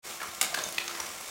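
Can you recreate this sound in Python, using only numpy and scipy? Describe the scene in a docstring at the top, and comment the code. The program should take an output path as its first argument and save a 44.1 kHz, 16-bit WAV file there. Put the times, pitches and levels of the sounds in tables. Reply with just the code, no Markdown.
"""On the floor of a small room, a motorised machine of plastic building bricks is running.
Its gears rattle and whine as teeth click and axles rub, and one motor hums louder under load.
Small balls and links knock against the frame, and rolling parts make it drone.
A lever clacks over and bounces, then a catch snaps. The walls add a short echo to these hits."""
import sys
import numpy as np
from scipy import signal
from scipy.fft import rfft, irfft
from scipy.io import wavfile
from scipy.ndimage import uniform_filter1d

SR = 44100
rng = np.random.default_rng(int(sys.argv[2]) if len(sys.argv) > 2 else 0)


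def master(y):
    """Save y as 16-bit WAV."""
    cut = np.clip(np.atleast_2d(y).T, -1, 1)
    pcm = np.round(cut * 32767)  # scale
    wavfile.write(sys.argv[1], SR, pcm.astype(np.int16))


N = 57330


def gain(db):
    """Turn decibels into a number to multiply by."""
    return 10 ** (np.asarray(db) / 20)

def clock():
    """The time of each sample, in seconds."""
    return np.arange(N) / SR

def freqs():
    """The frequency of each point in a spectrum, in Hz."""
    return np.maximum(np.arange(N // 2 + 1) * SR / N, 1)

def normalise(x):
    """Scale a sound to an average power of 1."""
    return x / np.sqrt(np.mean(x ** 2))

def loudness(points):
    """A gain over time, joining (t/s, level/dB) points with straight lines."""
    return gain(np.interp(clock(), *np.array(points).T))

def tone_curve(points):
    """A gain for each frequency, joining (f/Hz, level/dB) points."""
    hz, db = np.array(points).T
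    return gain(np.interp(np.log(freqs()), np.log(hz), db))

def resonance(hz, width):
    """Noise gathered around one pitch: the narrower, the more like a note."""
    f = freqs()
    off_pitch = (f / hz - hz / f) * hz / width / 2
    return normalise(irfft(rfft(rng.standard_normal(N)) / (1 + off_pitch ** 2), N))

def fade(start, decay, rise=0.00033):
    """A quick rise, then a fall. Every decay here is the seconds taken to drop by 60 dB."""
    age = np.maximum(clock() - start, 0)
    return (1 - np.exp(-age / rise)) * np.exp(-np.log(1000) * age / decay)

def crack(force, tone, smooth_hz=404):
    """A hit shakes many notes of the plastic at once, making a burst of noise."""
    burst = rfft(force * rng.standard_normal(N))
    burst /= np.sqrt(uniform_filter1d(np.abs(burst) ** 2, int(smooth_hz * N / SR)))  # even it out
    sound = irfft(burst * tone_curve(tone), N) * np.sqrt(np.sum(force ** 2))
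    bass_cut = signal.butter(2, 283, "high", fs=SR, output="sos")  # small parts give little bass
    return signal.sosfilt(bass_cut, sound)

def ring(start, hz, db, decay):
    """One fading note of a part that has been hit."""
    return gain(db) * fade(start, decay) * np.sin(2 * np.pi * hz * (clock() - start))

def strike(hits, tone, notes, decay):
    """A part bounces on its stop: every hit cracks, and the hardest sets it ringing."""
    hardest_time = max(hits, key=lambda hit: hit[1])[0]
    cracks = sum(crack(gain(db) * fade(start, decay), tone) for start, db in hits)
    rings = sum(ring(hardest_time, *note) for note in notes)
    return np.array([cracks, rings])


# The rattle's tone, from bass to treble: f/Hz, relative level/dB
RATTLE_TONE = [(20, -35), (42, -8.5), (60, -21), (85, -9), (115, -13.5), (210, -8), (300, -11.5),
               (480, -4.5), (780, -7), (980, -5), (1250, -6), (1850, -6.5), (2700, -6.5), (3900, -9.5),
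               (7200, -6.5), (9500, -11.5), (12500, -15), (15800, -15.5)]
# How loud the rattle gets as the gears work: t/s, level/dB
RATTLE_LEVELS = [(.06, -41), (.11, -38.5), (.18, -43), (.39, -43), (.6, -39), (.75, -41.5), (.95, -41.5),
                 (1.08, -40), (1.18, -42.5), (1.3, -40.5)]
# The pitches the gears whine at: f/Hz, width/Hz, level/dB
WHINE_PITCHES = [(627, 10, -69.5), (712, 9.2, -63), (761, 12, -60.5), (1080, 54, -58.5), (1195, 28, -60.5),
                 (1354, 15, -58.5), (2210, 98, -56), (3635, 50, -62.5), (5550, 83, -58), (8500, 54, -84)]

def gears(teeth_per_s=1500, scatter_db=2, click_decay=0.011):
    """Many tiny tooth clicks blend with rubbing axles and a steady whine."""
    tooth_hits = rng.random(N) < teeth_per_s / SR
    clicks = tooth_hits * gain(scatter_db * np.minimum(rng.exponential(size=N), 4))
    kept_per_sample = np.exp(-2 * np.log(1000) / (click_decay * SR))
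    energy = signal.lfilter([1], [1, -kept_per_sample], clicks ** 2)
    teeth = normalise(np.sqrt(energy) * rng.standard_normal(N))
    rubbing = rng.standard_normal(N)
    rattle = normalise(irfft(rfft(teeth + rubbing) * tone_curve(RATTLE_TONE), N))
    whine = sum(gain(db) * resonance(hz, width) for hz, width, db in WHINE_PITCHES)
    return rattle * loudness(RATTLE_LEVELS) + whine


# How loud the motor hums: t/s, level/dB
HUM_LEVELS = [(.05, -68), (.13, -58), (.22, -65), (.3, -57), (.38, -66), (.54, -63), (.6, -54), (.68, -63),
              (.77, -56.5), (.95, -52), (1.04, -53.5), (1.09, -65), (1.3, -66)]

def motor(hum_hz=345, wobble=0.0067):
    """The motor's hum wavers a little in pitch and swells under load."""
    hz = hum_hz * (1 + wobble * resonance(hz=6.5, width=9.4))
    return np.sqrt(2) * loudness(HUM_LEVELS) * np.sin(2 * np.pi * np.cumsum(hz) / SR)


# Where a knock's bass, middle, upper middle and treble lie: f/Hz
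BANDS = [550, 1700, 5000, 11000]
# One knock a row: t/s, level/dB in each of the four bands, then its ring's f/Hz, level/dB, decay/s
FRAME_KNOCKS = [(0.2032, -32, -23, -37, -39, 1700, -33.5, 0.036),
                (.216, -23, -18, -31, -39, 2226, -28, 0.022),
                (0.2296, -21.5, -24, -30, -30, 1260, -38, 0.024),
                (0.2724, -42, -32, -42, -35, 10120, -30.5, 0.0091),
                (0.348, -40, -38, -30, -33, 6900, -36, .015), (.5285, -30, -39, -39, -42, 687, -30, 0.041),
                (0.5421, -27, -25, -22, -31, 4650, -21.5, 0.014),
                (0.5451, -20, -14, -17, -25.5, 1585, -18.5, 0.024),
                (0.5739, -17, -19, -29, -33, 1660, -33, 0.042),
                (0.587, -25, -28, -19.5, -32, 3580, -33, 0.069),
                (0.5872, -20.5, -37, -25, -42, 1066, -30, 0.034),
                (.638, -39, -45, -23, -29, 6400, -19.5, 0.018),
                (.6635, -23, -36, -46, -45, 603, -32, 0.032),
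                (0.687, -25, -33, -31, -31, 8800, -33.5, 0.025),
                (0.724, -32, -41, -30, -30.5, 10270, -32.5, .02),
                (0.746, -25, -43, -28, -34, 6370, -38, .015),
                (0.8789, -33, -20, -18.5, -32.5, 6440, -29.5, .025),
                (0.8942, -39, -31, -43, -42, 1270, -29.5, .02),
                (.910, -29.5, -22, -34, -42, 1260, -35, 0.022),
                (0.95, -40, -19.5, -29, -42, 4440, -36, 0.024),
                (0.9991, -32, -19.5, -31, -33, 876, -30, .025),
                (1.0014, -36, -34, -22, -33, 5800, -22.5, 0.021),
                (1.063, -37, -37, -34, -37, 5750, -33.5, .025), (1.21, -27, -30, -38, -32, 7900, -39, .015),
                (1.276, -31, -43, -39, -36, 8050, -40, .015)]

def knocks():
    """Balls and links hit the frame, each with its own crack and one ringing note."""
    cracks, rings = np.zeros((2, N))
    for start, *band_db, hz, ring_db, decay in FRAME_KNOCKS:
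        tone = [*zip(BANDS, band_db), (15000, band_db[-1] - 5)]  # softer above the treble
        cracks += crack(fade(start, decay=0.023), tone)
        rings += ring(start, hz, ring_db, decay)
    return np.array([cracks, rings])


# The frame's drones: peak t/s, rise/s, fall/s, f/Hz, width/Hz, peak level/dB
FRAME_DRONES = [(0.23, 0.016, 0.054, 1230, 210, -38), (0.28, .04, .02, 194, 21, -53),
                (.29, 0.022, 0.022, 82, 25, -58), (0.45, .015, 0.025, 257, 80, -47.5),
                (0.43, .012, 0.038, 680, 200, -43), (0.62, 0.09, 0.077, 616, 160, -43),
                (.655, 0.026, 0.02, 3620, 30, -43.5), (0.67, 0.016, 0.022, 180, 42, -48),
                (1.005, 0.09, 0.07, 1050, 550, -44), (1.015, .015, 0.036, 83, 23, -56)]

def rolling_parts():
    """Parts roll over the frame or shake it, so it drones up and dies away."""
    t = clock()
    drones = np.zeros(N)
    for peak, rise, fall, hz, width, db in FRAME_DRONES:
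        swell = np.exp(np.minimum((t - peak) / rise, (peak - t) / fall))
        drones += gain(db) * swell * resonance(hz, width)
    return drones


# The lever's hits and bounces: t/s, relative level/dB
LEVER_HITS = [(.4125, -0.5), (.4135, -0.5), (.4158, -6.5), (.4267, -6), (.429, -26), (.4368, -20),
              (.444, -24)]
# The tone of its crack: f/Hz, relative level/dB
LEVER_TONE = [(230, -8.5), (450, -20), (720, -10.5), (1000, -9), (1400, -11), (2200, -6.5), (3100, -14),
              (3700, -8), (4400, -12.5), (5300, -8.5), (6200, -11), (7500, -5.5), (9300, -9), (11600, -15),
              (12800, -14), (15800, -18)]
# The notes it rings with: f/Hz, level/dB, decay/s
LEVER_NOTES = [(716, -42, 0.31), (823, -44, 0.24), (1218, -31, 0.088), (2175, -20.5, 0.021),
               (2785, -24, 0.033), (3570, -22.5, .025), (5210, -28, 0.091), (6500, -37, 0.087),
               (7100, -33, 0.044), (7320, -18.5, 0.022), (8026, -21, 0.035), (8100, -42, 0.057),
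               (9200, -33, 0.051)]

def lever():
    """The lever clacks against its stop, bounces and rings."""
    return strike(LEVER_HITS, LEVER_TONE, LEVER_NOTES, decay=0.015)


# The catch's hits: t/s, relative level/dB
CATCH_HITS = [(.7819, 0), (.7835, -3.5), (.7856, -1)]
# The tone of its crack: f/Hz, relative level/dB
CATCH_TONE = [(250, -20), (600, -20.5), (1200, -13.5), (1600, -22.5), (2500, -11), (3300, -11.5),
              (4300, -12.5), (4900, -17), (5800, -23), (6700, -17), (7400, -24), (9300, -18.5),
              (10200, -32), (15800, -32)]
# The notes it rings with: f/Hz, level/dB, decay/s
CATCH_NOTES = [(2013, -21.5, 0.032), (2516, -15.5, 0.021), (2850, -37, 0.015), (3130, -25, 0.017),
               (4280, -27.5, .01), (6761, -32.5, 0.027)]

def catch():
    """The catch hits three times, so fast that it sounds like one snap."""
    return strike(CATCH_HITS, CATCH_TONE, CATCH_NOTES, decay=0.0095)


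# The echo from the walls, band by band: f/Hz, level/dB, decay/s
ECHO_BANDS = [(198, -6.5, 0.84), (1000, -0.5, 0.31), (3020, -1.5, 0.35), (7060, -5, 0.34),
              (13900, -4, 0.13)]

def room_echo(sound):
    """Reflections from the walls blur into a tail whose treble dies first."""
    noise = rfft(rng.standard_normal(N))
    log_centres = np.log([band[0] for band in ECHO_BANDS])
    tail = np.zeros(N)
    for this_band, (_, db, decay) in zip(np.eye(len(ECHO_BANDS)), ECHO_BANDS):
        band_noise = irfft(noise * np.interp(np.log(freqs()), log_centres, this_band), N)
        shape = fade(start=0.008, decay=decay, rise=0.005)
        tail += gain(db) * band_noise * shape / np.sqrt(np.sum(shape ** 2))
    return signal.fftconvolve(sound, tail)[:N]


def scene():
    """Add up the running machine, its hits and their echo."""
    cracks, rings = lever() + catch() + knocks()
    running = gears() + motor() + rolling_parts()
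    echo = room_echo(cracks + gain(-4.5) * rings)  # less of the ringing reaches the walls
    return (running + cracks + rings + echo)[None]

def record(dry, full_at_s=0.053, fade_s=0.032, top_hz=15850):
    """Fade the sound in quickly and cut the very highest treble."""
    fade_in = np.clip(1 + (clock() - full_at_s) / fade_s, 0, 1) ** 2
    treble_cut = signal.ellip(10, .2, 80, top_hz, fs=SR, output="sos")
    return signal.sosfilt(treble_cut, dry * fade_in)


dry = scene()
out = record(dry)
master(out)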